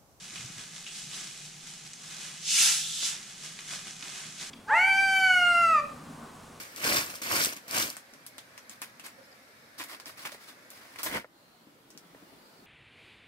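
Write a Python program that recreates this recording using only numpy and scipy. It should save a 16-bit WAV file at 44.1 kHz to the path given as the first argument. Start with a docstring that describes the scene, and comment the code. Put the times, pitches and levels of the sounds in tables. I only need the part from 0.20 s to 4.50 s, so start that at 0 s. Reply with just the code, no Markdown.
"""Opening a soda bottle

Hands in thin plastic gloves twist the cap off a soda bottle in a small hard-walled room.
The film crinkles as it buckles, the cap ticks by stick-slip friction and handling gives soft bumps.
The seal squeaks open with a low puff, and a jet of gas hisses out in a long and a short rush.
Bubbles burst faintly on soda in a basin, and a low hum fills the room."""
import sys
import numpy as np
from scipy import signal
from scipy.fft import rfft, irfft
from scipy.io import wavfile

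SR = 44100
rng = np.random.default_rng(int(sys.argv[2]) if len(sys.argv) > 2 else 0)


def store_pcm(level_fs):
    """Save levels as 16-bit WAV."""
    pcm = np.round(np.clip(level_fs, -1, 1) * 32767).astype(np.int16)
    wavfile.write(sys.argv[1], SR, np.atleast_2d(pcm).T)


N = 189625
TIME = np.arange(N) / SR
BINS = np.fft.rfftfreq(N, 1 / SR)

# Jet through the open seal, and leak through the pinched gap: (frequency [Hz], relative density [dB])
JET_SPECTRUM = [(350, -33), (650, -31), (860, -18.5), (1150, -21), (1300, -12.5), (1950, -10), (2600, -5.5),
                (4400, -4), (6000, -1.5), (8300, -3.5), (9150, -8.5), (10100, -7), (11400, -18),
                (14200, -21), (15500, -36)]
LEAK_SPECTRUM = [(350, -50), (700, -45), (1300, -16), (2000, -20), (2600, -11.5), (3550, 0.5), (4400, -5),
                 (6900, -5), (8200, -3.5), (9200, -13), (10100, -8), (11300, -20), (14200, -22.5),
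                 (15500, -48)]
# Narrow peaks and dips that colour the gas hiss: (frequency [Hz], bandwidth [Hz], gain on the jet [dB])
HISS_PEAKS = [(1740, 57, 0.5), (2640, 68, 2.5), (2840, 130, 5.5), (3520, 64, 5.5), (4030, 40, -2),
              (4170, 62, 0), (5160, 62, 6), (5385, 35, -3), (5620, 41, 7), (6200, 53, 6.5), (6830, 61, 7.5),
              (7000, 25, -3), (8650, 42, -4), (9670, 66, 8), (10060, 40, 6)]
# Gas let out by each twist: (peak time [s], rise [s], fall [s], level [dB], body [dB], sizzle [dB])
RUSHES = [(2.303, .04, 0.035, -36, -3, 2), (2.42, .115, .15, -20.4, 1.3, 3.3),
          (2.856, .045, 0.066, -29.3, -.5, -.5)]
# Slips of the seal: (start [s], duration [s], level [dB])
SEAL_SLIPS = [(2.378, 0.014, -29.5), (2.393, 0.023, -36)]
# Glove film: (frequency [Hz], relative density [dB])
FILM_SPECTRUM = [(250, -10), (600, -12.5), (1000, -10.5), (1350, -5.5), (2000, -4), (3500, -1),
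                 (4500, -2.5), (6500, -0.5), (7500, -3.5), (8300, -2.5), (9050, -9), (10000, -7),
                 (11200, -19), (14200, -24), (15500, -36)]
# Finger strokes: (peak time [s], rise [s], fall [s], relative level [dB], firmness [dB])
STROKES = [(.04, 0.043, 0.067, -50, 0.5), (.17, 0.085, 0.22, -44.5, 1.5), (.4, 0.044, 0.074, -46.5, 5),
           (.57, 0.052, 0.07, -47.5, 0.5), (.785, .11, 0.093, -41.5, -4.5),
           (0.959, 0.059, 0.19, -40.5, -0.5), (1.255, .07, 0.043, -48, -10), (1.49, 0.053, 0.11, -47.5, -1),
           (1.665, 0.016, 0.013, -48.5, -1), (1.92, 0.1, 0.092, -45.5, 1), (2.035, 0.088, .18, -43.5, 1),
           (2.95, 0.14, 0.11, -45.5, 3.5), (3.1, 0.066, 0.072, -50, 1), (3.255, 0.051, 0.074, -42.5, 1),
           (3.4, 0.056, .07, -50, 4), (3.535, 0.065, 0.064, -38.5, 2), (3.679, 0.043, .055, -44, 2.5),
           (3.86, .025, 0.052, -47.5, 6), (3.975, 0.15, 0.18, -42.5, 3), (4.215, 0.033, 0.11, -41.5, 1.5)]
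# Ticks and creaks of the plastic: (time [s], dry peak [dB], frequency [Hz], bandwidth [Hz], t60 [s])
CAP_TICKS = [(.158, -26.5, 2700, 900, .025), (.178, -30, 2650, 600, .035), (.203, -33, 3800, 2500, .03),
             (.395, -34, 5000, 5000, .02), (.558, -37, 6000, 5000, .02), (.665, -29.5, 2750, 700, .13),
             (.941, -30, 3600, 3000, .07), (1.177, -34, 6500, 4000, .005), (1.262, -34, 6000, 4000, .007),
             (1.448, -38, 6000, 5000, .01), (1.535, -38, 6000, 5000, .01), (1.734, -24.5, 7000, 3000, .007),
             (2.216, -34, 3500, 3000, .02), (2.826, -30.5, 1700, 2200, .08), (2.941, -30, 1500, 3000, .07),
             (3.236, -36, 3000, 4000, .04), (3.39, -26, 2100, 900, .02), (3.528, -37.5, 800, 600, .09),
             (3.825, -25.3, 2600, 2000, .04), (3.853, -33, 2000, 2000, .04), (4.007, -31, 6000, 5000, .006),
             (4.037, -34, 1900, 600, .03), (4.199, -30, 3600, 1500, .02), (4.223, -32, 2000, 2500, .07)]
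# Soft handling bumps and a low puff as the gas escapes:
# (time [s], peak [dB], frequency [Hz], bandwidth [Hz], t60 [s])
LOW_THUMPS = [(.125, -48.5, 110, 110, 0.19), (.195, -43, 115, 70, .25), (.244, -39, 134, 40, 0.078),
              (.3, -41.5, 169, 40, 0.064), (.362, -43.5, 115, 70, 0.36), (.84, -49, 142, 40, 0.28),
              (2.392, -43.5, 190, 300, 0.22), (2.825, -49.5, 280, 150, 0.16), (2.965, -50, 260, 120, .3),
              (3.66, -48, 190, 60, 0.22), (3.83, -49, 250, 150, .3), (4.05, -49, 190, 60, 0.27),
              (4.21, -47.5, 220, 120, .25)]
# Fizz in the basin: (frequency [Hz], relative density [dB])
FIZZ_SPECTRUM = [(350, -21), (600, -23), (780, -3.5), (1000, -11.5), (1350, -5), (2700, -2), (4500, -3),
                 (6700, 2), (8300, -3), (9100, -7.5), (10000, -5.5), (11300, -16), (14200, -23),
                 (15500, -36)]
# Room noise before its treble roll-off: (frequency [Hz], relative density [dB])
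ROOM_SPECTRUM = [(20, -12.5), (45, -11), (90, -27), (120, -5.5), (160, 0.5), (200, -1.5), (280, -12.5),
                 (400, -12.5), (600, -18.5), (800, -13), (1100, -21.5), (2000, -22)]
# Likeness of the two channels: (frequency [Hz], correlation before clipping [1])
CORRELATION = [(60, 5), (180, 1.5), (300, 0.9), (700, 0.32), (1600, .5), (2600, 0.7), (4000, 0.76),
               (5200, 0.4), (6200, 0.43), (7200, 0.17), (9000, 0.1), (10300, -0.3), (12000, 0),
               (14000, -0.2)]
# Balance of the two channels: (frequency [Hz], left minus right [dB])
BALANCE = [(200, -0.2), (1100, -2), (2600, -0.5), (3800, -2), (4600, -0.5), (5900, -2), (7100, .3),
           (8200, 1), (8800, -4), (9800, 5), (11600, -3), (14000, 1.5)]


def gas_jet(leak_start_s=2.188, leak_end_s=2.98, leak_db=-42, growth_db_per_s=13):
    """Turbulence radiates a broadband hiss; between twists the jet thins to a growing leak."""
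    jet, leak = (crackle(per_s=2600, spread_db=3.5, t60=0.005, share=.13) for _ in range(2))
    peaks_db = sum(db / (1 + (2 * (BINS - hz) / width) ** 2) for hz, width, db in HISS_PEAKS)
    bass_cut_db = -10 * np.log10(1 + (150 / (BINS + 1)) ** 2)
    jet = coloured(jet, curve(JET_SPECTRUM) + peaks_db + bass_cut_db)
    leak = coloured(leak, curve(LEAK_SPECTRUM) + 0.71 * peaks_db + bass_cut_db)
    body, middle, sizzle = three_bands(jet, body_hz=2190, sizzle_hz=8700)
    leak_age = TIME - leak_start_s
    leak_fade = np.clip(np.minimum(leak_age / .1, (leak_end_s - TIME) / .15), 0, 1)
    hiss = leak_fade * amp(leak_db + growth_db_per_s * leak_age) * leak
    for peak_s, rise, fall, db, body_db, sizzle_db in RUSHES:
        # Body and sizzle peak later than the middle band and are briefer.
        bands = [(amp(body_db) * body, 0.026, 0.77), (middle, 0, 1),
                 (amp(sizzle_db) * sizzle, .014, 0.81)]
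        for band, lag_s, stretch in bands:
            flow = swell(peak_s + lag_s, rise * stretch, fall * stretch, rise_power=2, fall_power=1.6)
            hiss += amp(db) * band * flow
    return walls(hiss, wet_db=-8.5, t60=0.24)


def seal_squeak(start_hz=2106, glide_hz_per_s=35000):
    """Frictional vibration: the lifting seal slips twice along one rising pitch."""
    hz = start_hz + glide_hz_per_s * np.maximum(TIME - SEAL_SLIPS[0][0], 0)
    envelope = sum(amp(db) * np.sin(np.pi * np.clip((TIME - start) / length, 0, 1))
                   for start, length, db in SEAL_SLIPS)
    tone = np.sqrt(2) * envelope * np.sin(2 * np.pi * np.cumsum(hz) / SR)
    return walls(np.array([tone, tone]), wet_db=-17, t60=.15)


def gloves(hold_db=-54.5, sizzle_db=1.6, gain_db=1.82):
    """Buckling film emits tiny snaps; strokes add in power, and firmer ones have more body."""
    film = crackle(per_s=900, spread_db=4.0, t60=0.0048, share=0.28)
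    bass_cut_db = -10 * np.log10(1 + (200 / (BINS + 1)) ** 4)
    film = coloured(film, curve(FILM_SPECTRUM) + bass_cut_db)
    body, middle, sizzle = three_bands(film, body_hz=2300, sizzle_hz=8500)
    rub_power = body_power = amp(hold_db) ** 2
    for peak_s, rise, fall, db, firm_db in STROKES:
        stroke = amp(db) * swell(peak_s, rise, fall, rise_power=1.3, fall_power=1.15)
        rub_power = rub_power + stroke ** 2
        body_power = body_power + (stroke * amp(firm_db)) ** 2
    rubbing = np.sqrt(body_power) * body + np.sqrt(rub_power) * (middle + amp(sizzle_db) * sizzle)
    return amp(gain_db) * walls(rubbing, wet_db=-9.0, t60=0.11)


def knocks(events, crack, top_hz):
    """Transient excitation: a sharp impulse and a dying chatter ring one damped resonance."""
    out, t = np.zeros((2, N)), np.arange(SR // 4) / SR
    lowpass = signal.butter(4, top_hz, fs=SR, output="sos")
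    for start, db, hz, width, t60 in events:
        chatter = rng.standard_normal((2, len(t))) * amp(-60 * t / t60)
        chatter[0, 0] = crack
        ring = signal.lfilter(*signal.iirpeak(hz, hz / width, SR), chatter)
        ring = signal.sosfilt(lowpass, ring)
        span = out[:, round(start * SR):][:, :len(t)]
        span += amp(db) * ring[:, :span.shape[1]] / abs(ring).max()
    return out


def basin_fizz(level_db=-50.5):
    """Bubbles bursting independently on the soda form a steady shot noise."""
    bursts = crackle(per_s=400, spread_db=4.5, t60=0.0037, share=0.32)
    return amp(level_db) * coloured(bursts, curve(FIZZ_SPECTRUM))


def room_noise(level_db=-58.5):
    """Random noise with its power at low frequencies is heard as a dull background."""
    rolloff_db = -40 * np.log10(1 + BINS / 8000)
    return amp(level_db) * coloured(rng.standard_normal((2, N)), curve(ROOM_SPECTRUM) + rolloff_db)


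def room_hum(hz=156.2, level_db=-62.5, waver_hz=9):
    """Slow random modulation of amplitude and phase makes a low tone waver."""
    waver, drift = coloured(rng.standard_normal((2, N)), -20 * np.log10(1 + (BINS / waver_hz) ** 2))
    tone = (1 + 0.35 * waver) * np.sin(2 * np.pi * hz * TIME + 0.72 * drift)
    return amp(level_db) * unit_rms(tone)


def walls(x, wet_db, t60, count=70):
    """Reflections from hard surfaces interfere with the direct sound and leave a short tail."""
    echoes = np.zeros((2, SR // 4))
    for channel in echoes:
        delay = .002 + .2 * rng.random(count) ** 2
        channel[(delay * SR).astype(int)] = rng.choice([-1, 1], count) * amp(-60 * delay / t60)
        channel *= amp(wet_db) / np.linalg.norm(channel)
    echoes[:, 0] = 1  # direct path
    return signal.fftconvolve(x, echoes, axes=1)[:, :N] / np.sqrt(1 + amp(wet_db) ** 2)


def microphone_ports(pair):
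    """Spatial coherence: two close ports receive long waves alike and short waves differently."""
    mid, side = rfft(pair)
    angle = np.arccos(np.clip(curve(CORRELATION), -.94, .94)) / 2
    mid, side = mid * np.cos(angle), side * np.sin(angle)
    lean = amp(curve(BALANCE) / 2)
    return irfft(np.array([(mid + side) * lean, (mid - side) / lean]), N)


def crackle(per_s, spread_db, t60, share):
    """Shot noise: random decaying bursts carry a share of the power, a smooth wash the rest."""
    sizes = amp(spread_db * np.minimum(rng.exponential(1, N), 4))
    onsets = rng.random(N) < per_s / SR
    power = signal.lfilter([1], [1, -amp(-120 / (t60 * SR))], (sizes * onsets) ** 2)
    return rng.standard_normal((2, N)) * np.sqrt(1 - share + share * power / power.mean())


def swell(peak_s, rise_s, fall_s, rise_power, fall_power):
    """Exponential envelope, 1/e at rise_s before and fall_s after its peak; power 2 gives a bell."""
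    away = abs(TIME - peak_s)
    return np.exp(-np.where(TIME < peak_s, (away / rise_s) ** rise_power, (away / fall_s) ** fall_power))


def three_bands(x, body_hz, sizzle_hz):
    """Complementary filters split a sound into low body, middle and top sizzle."""
    spectrum = rfft(x)
    body = irfft(spectrum / (1 + (BINS / body_hz) ** 8), N)
    sizzle = irfft(spectrum * (1 - 1 / (1 + (BINS / sizzle_hz) ** 8)), N)
    return body, x - body - sizzle, sizzle


def coloured(x, db):
    """Spectral shaping by a decibel curve, at unit rms."""
    return unit_rms(irfft(rfft(x) * amp(db), N))


def curve(points):
    """Interpolation onto BINS along a logarithmic frequency axis."""
    hz, value = np.transpose(points)
    return np.interp(np.log(BINS + 1), np.log(hz + 1), value)


def unit_rms(x):
    """Normalisation to unit mean power."""
    return x / np.sqrt(np.mean(x ** 2) + 1e-20)


def amp(db):
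    """Amplitude grows tenfold every 20 decibels."""
    return 10 ** (np.asarray(db) / 20)


def scene():
    """Superposition: the pressures of all sources add at the microphone."""
    air, hum = room_noise(), room_hum()
    ticks = walls(knocks(CAP_TICKS, crack=5.8, top_hz=9000), wet_db=-3.5, t60=0.45)
    thumps = knocks(LOW_THUMPS, crack=9.4, top_hz=380)
    noises = gas_jet() + gloves() + ticks + thumps + basin_fizz() + air
    return microphone_ports(noises) + seal_squeak() + hum


def record(dry, cutoff_hz=15650):
    """Band limiting: a steep low-pass filter removes the highest treble."""
    lowpass = signal.firwin(511, cutoff_hz, window=("kaiser", 9), fs=SR)
    return signal.oaconvolve(dry, lowpass[None], "same")


dry = scene()
out = record(dry)
store_pcm(out)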